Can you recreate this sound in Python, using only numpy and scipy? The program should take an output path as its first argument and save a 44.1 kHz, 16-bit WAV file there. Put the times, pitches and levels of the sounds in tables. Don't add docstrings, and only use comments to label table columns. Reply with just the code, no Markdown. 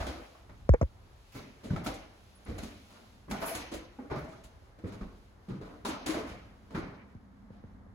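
import sys
import numpy as np
from scipy import signal
from scipy.fft import rfft, irfft, next_fast_len
from scipy.io import wavfile
from scipy.ndimage import uniform_filter1d

SR = 44100
rng = np.random.default_rng(int(sys.argv[2]) if len(sys.argv) > 2 else 0)


def wrap_up_sound(samples):
    columns = np.atleast_2d(samples).T
    tamed = np.clip(columns, -1, 1)
    steps = np.round(tamed * 32767).astype(np.int16)
    wavfile.write(sys.argv[1], SR, steps)


N = 350167
LEAD = 1024

# hz [Hz], side_minus_mid_db [dB]
ROOM_WIDTH = [(60, -12.5), (200, -16), (380, -5), (700, -2.5), (1300, -1), (2400, 0.5), (15000, 0.5)]


def undb(db):
    return 10 ** (np.asarray(db) / 20)


def unit(x):
    return x / np.sqrt(np.mean(x ** 2))


def gains(points, size):
    hz, db = np.transpose(points)
    bins_hz = np.fft.rfftfreq(size, 1 / SR)
    return undb(np.interp(np.log(bins_hz + 1), np.log(hz), db))


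def shape(x, response):
    size = next_fast_len(x.shape[-1], True)
    return irfft(rfft(x, size) * response(size), size)[..., :x.shape[-1]]


def colour(x, points):
    return shape(x, lambda size: gains(points, size))


def add(out, x, s):
    i = int(s * SR)
    first, last = max(-i, 0), min(x.shape[-1], out.shape[-1] - i)
    out[..., i + first:i + last] += x[..., first:last]


def curve(s, value):
    return np.interp(np.arange(N) / SR, s, value)


def walk(rate):
    hold = int(SR / rate)
    levels = np.repeat(rng.standard_normal(N // hold + 1), hold)
    return uniform_filter1d(uniform_filter1d(levels, hold), hold)[:N]


def stereo(mid, side):
    return np.array([mid + side, mid - side])


def mode(hz, t60, size):
    pole = np.exp(2j * np.pi * hz / SR - np.log(1000) / (t60 * SR))
    turn = np.exp(-2j * np.pi * np.fft.rfftfreq(size))
    return 1 / ((1 - pole * turn) * (1 - np.conj(pole) * turn))


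def wood(size, spread_db=4.0):
    # hz [Hz], width_hz [Hz], level_db [dB before the random spread]
    floor_notes = [(621, 220, 3.5), (800, 58, -6.5), (1080, 630, -1.5), (1276, 28, -1.5), (1490, 110, -6),
                   (2300, 510, 15)]
    bins_hz = np.fft.rfftfreq(size, 1 / SR)
    place_db = spread_db * rng.standard_normal(len(floor_notes))
    total = 0
    for (hz, width_hz, level_db), extra_db in zip(floor_notes, place_db):
        total = total + undb(level_db + extra_db) / (1 + (2 * (bins_hz - hz) / width_hz) ** 2)
    return total


def room(build_s, stretch=1, late_db=-18, late_stretch=1.88, patchy_db=2.0, size=32768):
    # hz [Hz], t60_s [s]
    decay = [(50, 0.7), (150, 0.51), (400, 0.65), (1100, 0.63), (3000, 0.69), (8000, 0.3), (15000, 0.21)]
    decay_hz, decay_s = np.transpose(decay)
    t, hz = np.arange(size) / SR, np.fft.rfftfreq(size, 1 / SR)
    noise = rfft(rng.standard_normal((2, size)))
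    at = np.array(t[::1024].tolist() + [t[-1]])
    clumps = rng.standard_normal((10, len(at)))
    echoes = 0
    for k, low_hz in enumerate(25 * 2. ** np.arange(10)):
        t60 = stretch * np.interp(np.log(low_hz * np.sqrt(2)), np.log(decay_hz), decay_s)
        near = undb(-60 * at / t60)
        next_rooms = undb(late_db - 60 * at / (late_stretch * t60))
        band = irfft(noise * ((hz >= low_hz) & (hz < 2 * low_hz)))
        echoes = echoes + band * np.interp(t, at, (near + next_rooms) * undb(patchy_db * clumps[k]))
    build_up = (1 - np.exp(-t / build_s)) ** 2
    end_fade = np.clip((t[-1] - t) * 10, 0, 1)
    return echoes * build_up * end_fade


def house():
    # hz [Hz], level_db [relative dB]
    spectrum = [(15, -30), (32, -0.5), (50, 1.5), (108, -2), (212, -23), (344, -14.5), (840, -18),
                (1890, -25.5), (4000, -28.5), (6700, -35), (9000, -36), (12000, -40), (16000, -47.5)]
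    # hz [Hz], side_minus_mid_db [dB]
    width = [(60, -12), (200, -12), (400, -3), (700, -3), (1300, 0), (15000, 1)]
    # time_s [s], rumble_db [dB], drone_db [dB, near 230 Hz], hiss_db [dB]
    levels = [(0, -73, -92, -57), (.62, -49.5, -71, -73.5), (1.2, -58.5, -81, -68), (2.4, -61, -71, -67),
              (2.9, -62, -65.5, -63), (3.2, -58, -67.5, -71), (5.3, -57.5, -77, -72.5),
              (6.6, -53, -63.5, -73.5), (7.1, -58.5, -60.5, -77.5), (7.94, -54.5, -55, -82)]
    noise = colour(rng.standard_normal((2, N)), spectrum)
    both = stereo(noise[0], colour(noise[1], width))
    low = colour(both, [(250, 0), (500, -30)])
    high = colour(both, [(1200, -30), (2400, 0)])
    drone = colour(both, [(140, -48), (195, 6.0), (270, -4.5), (380, -56.0)])
    s, rumble_db, drone_db, hiss_db = np.transpose(levels)
    air = unit(both - low - high) * undb(-66.0 + 1.5 * walk(14))
    hiss = unit(high) * undb(curve(s, hiss_db) + 1.5 * walk(14))
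    rumble = unit(low) * undb(curve(s, rumble_db) + 1.1 * walk(7.4))
    hum = unit(drone) * undb(curve(s, drone_db) + 1.3 * walk(13.0))
    return rumble + hum + air + hiss


def bumps(size=8192):
    # start_s [s], ring_db [dB], ring_hz [Hz], ring_t60_s [s], click_db [dB],
    # sag_db [dB], sag_hz [Hz, 10 ms after the start], sag_length_s [s]
    knocks = [(.692, -13, 527, 0.013, -21, -11.5, 102, 0.062),
              (0.738, -16, 570, 0.0085, -30, -62, 116, .01),
              (0.741, -21.5, 480, 0.041, -64, -28, 108, 0.0079),
              (0.813, -23.5, 580, 0.027, -37, -20.5, 113, 0.053),
              (0.8176, -28, 622, 0.027, -41, -42, 103, 0.0081),
              (0.828, -36, 540, 0.043, -47, -22, 116, 0.0065),
              (7.15, -61, 450, 0.018, -64, -41.5, 112, 0.032),
              (7.504, -52, 490, 0.027, -87, -45, 108, 0.021),
              (7.639, -46, 470, 0.014, -80, -44, 111, 0.026),
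              (7.864, -56.5, 554, 0.027, -78, -62, 115, .016)]
    # ratio [times ring_hz], level_db [dB on top of ring_db]
    overtones = [(1, 9), (1.75, -0.5), (2.95, -20), (4.4, -12)]
    # hz [Hz], side_minus_mid_db [dB]
    width = [(60, -10), (200, -11), (400, -4.5), (1300, 1.5), (8000, 9.5)]
    rattle_colour = [(400, -3), (800, 3), (1500, 2), (2300, -5), (3000, -28), (7000, -57)]
    click_colour = [(1500, 10.5), (2800, -31.5), (6500, 3.0), (9000, -29.0)]
    out, t = np.zeros(N), np.arange(size) / SR
    for s, ring_db, hz, t60, click_db, sag_db, sag_hz, length in knocks:
        fade = (1 - np.exp(-t / 0.0013)) * undb(-60 * t / t60)
        case = sum(undb(db) * np.sin(2 * np.pi * k * hz * t) * fade ** k for k, db in overtones)
        noise = rng.standard_normal((2, size))
        rattle_fade = fade ** 0.93 + undb(-30) * np.exp(-t / 0.025)
        rattle = rattle_fade * unit(colour(noise[0], rattle_colour))
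        click_fade = (1 - np.exp(-t / 0.00077)) * np.exp(-t / (0.08 * t60))
        click = click_fade * colour(noise[1], click_colour)
        swing = np.sin(4 * np.pi * sag_hz * np.sqrt(t / 100))
        sag = swing * np.sin(np.pi * np.clip(t / length, 0, 1) ** 0.57)
        knock = undb(ring_db) * (case + undb(-14.5) * rattle)
        knock += undb(click_db) * click + undb(sag_db) * sag
        add(out, knock, s)
    return stereo(out, shape(out, lambda n: 1j * gains(width, n)))


def rings(size=16384):
    # start_s [s], pitch_hz [Hz], level_db [dB], t60_s [s]
    notes = [(.066, 632, -36, 0.11), (.35, 1120, -53, 0.045), (1.704, 1510, -41.5, 0.043),
             (1.708, 169, -18.5, 0.067), (1.734, 165, -28.5, 0.19), (1.762, 1317, -38, 0.077),
             (3.283, 1100, -49, 0.027), (3.428, 650, -34, 0.18), (3.475, 617, -39, .1),
             (3.515, 661, -35.5, 0.16), (3.989, 824, -43.5, 0.08), (3.991, 251, -41.5, .13),
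             (5.612, 425, -37.5, 0.09), (1.866, 2280, -42, 0.067), (4.113, 406, -36.5, 0.21),
             (4.159, 1194, -39, 0.1), (4.279, 641, -47, 0.41), (4.333, 1250, -51, 0.059),
             (5.012, 1230, -53, 0.073), (6.065, 301.5, -31, 0.18), (6.75, 160, -49, 0.08),
             (1.862, 1334, -34, 0.067), (1.868, 293, -35, 0.21), (3.324, 199, -28, 0.081),
             (5.484, 190, -37.5, 0.58), (5.852, 980, -31.5, 0.038), (5.884, 318, -31, 0.15),
             (6.091, 314, -22.5, 0.15), (6.166, 337, -27.5, 0.063), (6.205, 430.5, -35.5, 0.16),
             (6.775, 323, -34.5, 0.13), (3.745, 430, -37, 0.068)]
    out, t = np.zeros((2, N)), np.arange(size) / SR
    scatter = rng.uniform(-1.65, 1, (len(notes), 2))
    for (s, hz, db, t60), (split, lean) in zip(notes, scatter):
        partner_hz = hz * (1 + 0.03 * split)
        pair = np.sin(2 * np.pi * hz * t) + 0.24 * np.sin(2 * np.pi * partner_hz * t)
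        note = undb(db - 60 * t / t60) * (1 - np.exp(-t * hz / 0.56)) * pair
        add(out, stereo(note, 0.35 * lean * note), s)
    return out


def squeaks():
    # start_s [s], pitch_hz [Hz, before the waver], peak_db [dB], length_s [s]
    chirps = [(2.345, 10600, -63, 0.052), (2.448, 10300, -55.5, 0.01)]
    out = np.zeros(N)
    for s, hz, db, length in chirps:
        tone = np.sin(2 * np.pi * np.cumsum(hz * (1 + .04 * walk(600))) / SR)
        out += undb(db) * tone * curve([s, s + 0.28 * length, s + length], [0, 1, 0])
    return stereo(out, 0 * out)


def scuffs():
    # start_s [s], length_s [s], rasp_db [dB before the room], hiss_above_rasp_db [dB]
    drags = [(1.304, 0.086, -54.5, -31), (2.512, 0.088, -67, -16), (2.61, 0.11, -87, 9),
             (3.37, 0.069, -51, -10), (3.393, 0.13, -52.5, 6.5), (3.484, 0.078, -50.5, -16),
             (4.105, 0.13, -62, -22), (1.83, 0.025, -44, -14), (3.287, 0.022, -46.5, -13),
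             (2.622, 0.032, -66, 0), (3.564, 0.025, -75, -10)]
    # hz [Hz], level_db [relative dB]
    hiss_colour = [(4000, -52), (6500, 1), (8500, 2), (10500, 9), (12500, 4), (15500, -3)]
    rasp_colour = [(300, -30), (700, 0.0), (3000, -6.0), (6000, -6.0), (9000, -11)]
    out = np.zeros(N)
    grain = rng.standard_normal((2, N)) * undb(4.9 * rng.exponential(size=N))
    rasp = unit(colour(grain[0], rasp_colour))
    rasp = unit(shape(rasp, lambda size: 1 + undb(-13.5) * wood(size, 0)))
    hiss = unit(colour(grain[1], hiss_colour))
    catch_db = 0.87 * walk(45.27)
    for s, length, rasp_db, hiss_db in drags:
        drag = curve([s, s + 0.59 * length, s + length], [0, 1, 0]) ** 2.3
        out += drag * undb(rasp_db + catch_db) * (rasp + undb(hiss_db) * hiss)
    echo = undb(-23.0) * room(0.0012)
    echo[:, 0] += undb(-13.5)
    mid, side = signal.fftconvolve(out[None], echo, axes=1)[:, :N]
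    return stereo(mid, colour(side, ROOM_WIDTH))


def step(thud_db, thud_hz, knock_db, board_hz, clack_db, clack_hz, tick_db, contact, direct_db,
         echo_ratio, size=32768):
    # [relative dB, before weighting by ratio squared]
    board_modes = [(1.003, 0.04, 4), (1.55, 0.018, -2), (2.3, 0.015, -14)]
    # hz [Hz], level_db [relative dB]
    clack_colour = [(250, 2.5), (600, 8.5), (1000, 4), (1450, 0), (1900, -8.5), (4000, -51)]
    tick_colour = [(1700, -5.5), (2400, -0.5), (4000, 1.5), (5500, -5), (8000, -25)]
    sizzle_colour = [(4000, -60), (6500, -1), (8500, -2.5), (11000, -7), (13000, -17.5), (15500, -20)]
    t, contact = np.arange(size) / SR, max(contact, .001)
    push = (1 - np.exp(-t / 0.0024)) * np.exp(-t / contact) * rng.standard_normal((2, size))
    grit_db = 3.0 * np.minimum(rng.exponential(size=size // 64), 2)
    push *= unit(np.repeat(undb(grit_db), 64))
    blow = undb(0.5) * t / 0.0013 * np.exp(-t / 0.00075)
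    direct = push + blow * np.array([[1], [0]])
    heard = rfft(room(contact / 2, echo_ratio) + undb(direct_db) * direct)

    joist = mode(thud_hz, 0.061, size) * mode(thud_hz, 0.012, size)
    soft = gains([(100, -35), (160, 5.0), (700, 9.0), (2500, -20.5)], size)
    board = soft * sum(undb(db) * k * k * mode(k * board_hz, t60, size) for k, t60, db in board_modes)
    peak = mode(clack_hz, 0.16, size)
    peak = peak / peak[np.argmax(np.abs(peak))]
    tick_over_clack_db = tick_db - clack_db
    lift_db = min(9.5 - 0.48 * tick_over_clack_db, 10)
    clack = gains(clack_colour, size) * (1 + wood(size) + undb(lift_db) * peak)
    sizzle_db = tick_db + 0.77 * tick_over_clack_db
    parts = [(thud_db, joist), (knock_db, board), (clack_db, clack),
             (tick_db, gains(tick_colour, size)), (sizzle_db, gains(sizzle_colour, size))]
    body = sum(undb(db) * part / np.sqrt(np.mean(np.abs(part) ** 2)) for db, part in parts)

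    mid, side = heard * body
    both = stereo(irfft(mid), irfft(side * gains(ROOM_WIDTH, size)))
    both = np.roll(both, LEAD, axis=1)
    fade_in = np.minimum(np.arange(size) / LEAD, 1) ** 2
    fade_out = np.cos(np.pi / 2 * (t / t[-1]) ** 4)
    return both * fade_in * fade_out


def footsteps():
    # [dB, gain of direct sound against echoes]
    contacts = [(0.0, -36, 70, -47, 267, -40.5, 680, -53, 0.0084, 3.5),
                (0.065, -60, 75, -44.5, 340, -43.5, 710, -52.5, 0.014, 5),
                (0.349, -70, 81, -93, 283, -63.5, 1110, -82, 0.01, 10),
                (0.493, -65, 67.3, -62, 169, -64.5, 580, -82, 0.023, 13),
                (1.345, -45, 141, -44, 265, -52.5, 1320, -60, 0.0073, -5),
                (1.633, -47, 131, -42.5, 254, -50, 1410, -57.5, 0.018, -4),
                (1.705, -35.5, 126, -43.5, 163, -48, 1590, -61, 0.0042, 7),
                (1.76, -66, 137, -42, 173, -44.5, 1360, -60, 0.011, 9),
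                (1.862, -46.5, 49, -43.5, 313, -42.5, 780, -50.5, 0.02, 9),
                (2.458, -68, 58, -45, 214, -51.5, 1400, -64.5, 0.011, -3.5),
                (2.482, -39, 87, -40, 302, -52, 706, -61.5, 0.05, -0.5),
                (2.581, -47, 72.6, -53, 272, -50.5, 2300, -56, 0.014, 7.5),
                (2.631, -54, 74, -46.5, 220, -57, 590, -58, 0.011, 8),
                (2.9, -82, 89, -54.5, 232, -54, 1420, -61.5, 0.085, -7.5),
                (3.281, -46, 139, -40, 246, -50.5, 1090, -79, 0.0088, -3),
                (3.311, -51, 65.6, -44.5, 230, -44.5, 807, -50, 0.004, 16.5),
                (3.415, -50, 87.5, -42, 301, -38, 906, -52.5, 0.003, -1),
                (3.548, -47, 95, -48.5, 336, -48.5, 724, -49, 0.013, 6.5),
                (3.715, -83, 58, -44, 330, -50, 1015, -55, 0.0046, 1),
                (3.737, -55, 62, -61.5, 483, -60, 960, -62, 0.022, 14.5),
                (3.987, -82, 85, -45, 269, -53, 806, -93, 0.008, 6),
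                (4.099, -50, 131, -65, 420, -47, 1405, -66, 0.003, 4),
                (4.111, -38.5, 132, -42, 417, -42.5, 820, -61, 0.0061, 8.5),
                (4.158, -47, 48.7, -40, 135, -46.5, 1180, -61, 0.009, 5),
                (4.241, -62, 144, -51, 246, -76, 626, -75.5, 0.011, 9),
                (4.279, -59, 56, -60, 665, -62, 650, -62, 0.066, -12),
                (4.437, -60, 54.6, -70.5, 260, -70.5, 880, -70.5, 0.021, 9.5),
                (4.787, -73, 117, -61, 318, -66, 1090, -78.5, 0.0081, 14),
                (4.839, -42, 124, -37, 181, -52, 600, -71, 0.0047, 6.5),
                (4.862, -53, 123, -47, 199, -53.5, 654, -64.5, 0.012, -8),
                (4.92, -52, 111, -58, 181, -58.5, 730, -64.5, 0.0097, 6),
                (5.009, -42, 47.2, -46.5, 210, -53.5, 1077, -71.5, 0.03, 7.5),
                (5.484, -40, 129, -39.5, 202, -52, 502, -63.5, 0.017, -1.5),
                (5.611, -48, 47.3, -46, 302, -48.5, 1013, -64, 0.09, -1.5),
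                (5.849, -67, 112, -39, 268, -37, 845, -43.5, 0.033, 1),
                (6.06, -66, 129, -37, 339, -38, 1044, -42, 0.062, -1),
                (6.272, -47, 116, -53, 220.6, -50.5, 647, -58, 0.03, -1.5),
                (6.704, -73, 82, -42, 286, -47.5, 870, -61.5, 0.051, -6.5),
                (6.745, -39.5, 138, -33.5, 169, -39.5, 514, -54.5, 0.0056, -4.5),
                (7.5, -50, 42.5, -81, 201, -62, 700, -73.5, 0.052, -17),
                (1.939, -57.5, 98, -72, 305, -69, 1310, -67, 0.015, 11),
                (1.733, -52, 135, -42, 163, -58, 700, -75, 0.0065, 18),
                (3.326, -60, 119, -45.5, 210, -45, 710, -73, 0.011, 3.5),
                (6.14, -61, 127.3, -39.5, 298, -38.5, 393, -59, 0.014, 4)]
    feet = np.zeros((2, N))
    for s, *blow in contacts:
        echo_ratio = 0.96 if s < 6.5 else 0.98
        add(feet, step(*blow, echo_ratio), s - LEAD / SR)
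    return feet


def scene():
    return footsteps() + scuffs() + squeaks() + rings() + bumps() + house()


def record(dry):
    # [dB, capped at 0]
    common_treble = [(4500, -102), (6000, -5.5), (8000, 0.5), (16000, -6.5)]
    in_step_hz, full_turn_hz = 11070, 4910
    bass_cut = signal.butter(2, 38, "high", fs=SR, output="sos")
    left, right = signal.sosfilt(bass_cut, dry)

    def share(size):
        return np.clip(gains(common_treble, size), 0, 1)

    def turn(size):
        return np.exp(2j * np.pi * (np.fft.rfftfreq(size, 1 / SR) - in_step_hz) / full_turn_hz)

    own = shape(right, lambda size: np.sqrt(1 - share(size) ** 2))
    shared = shape(left, lambda size: share(size) * turn(size))
    top_cut = signal.ellip(10, .2, 70, 16000, fs=SR, output="sos")
    return signal.sosfilt(top_cut, np.array([left, own + shared]))


dry = scene()
out = record(dry)
wrap_up_sound(out)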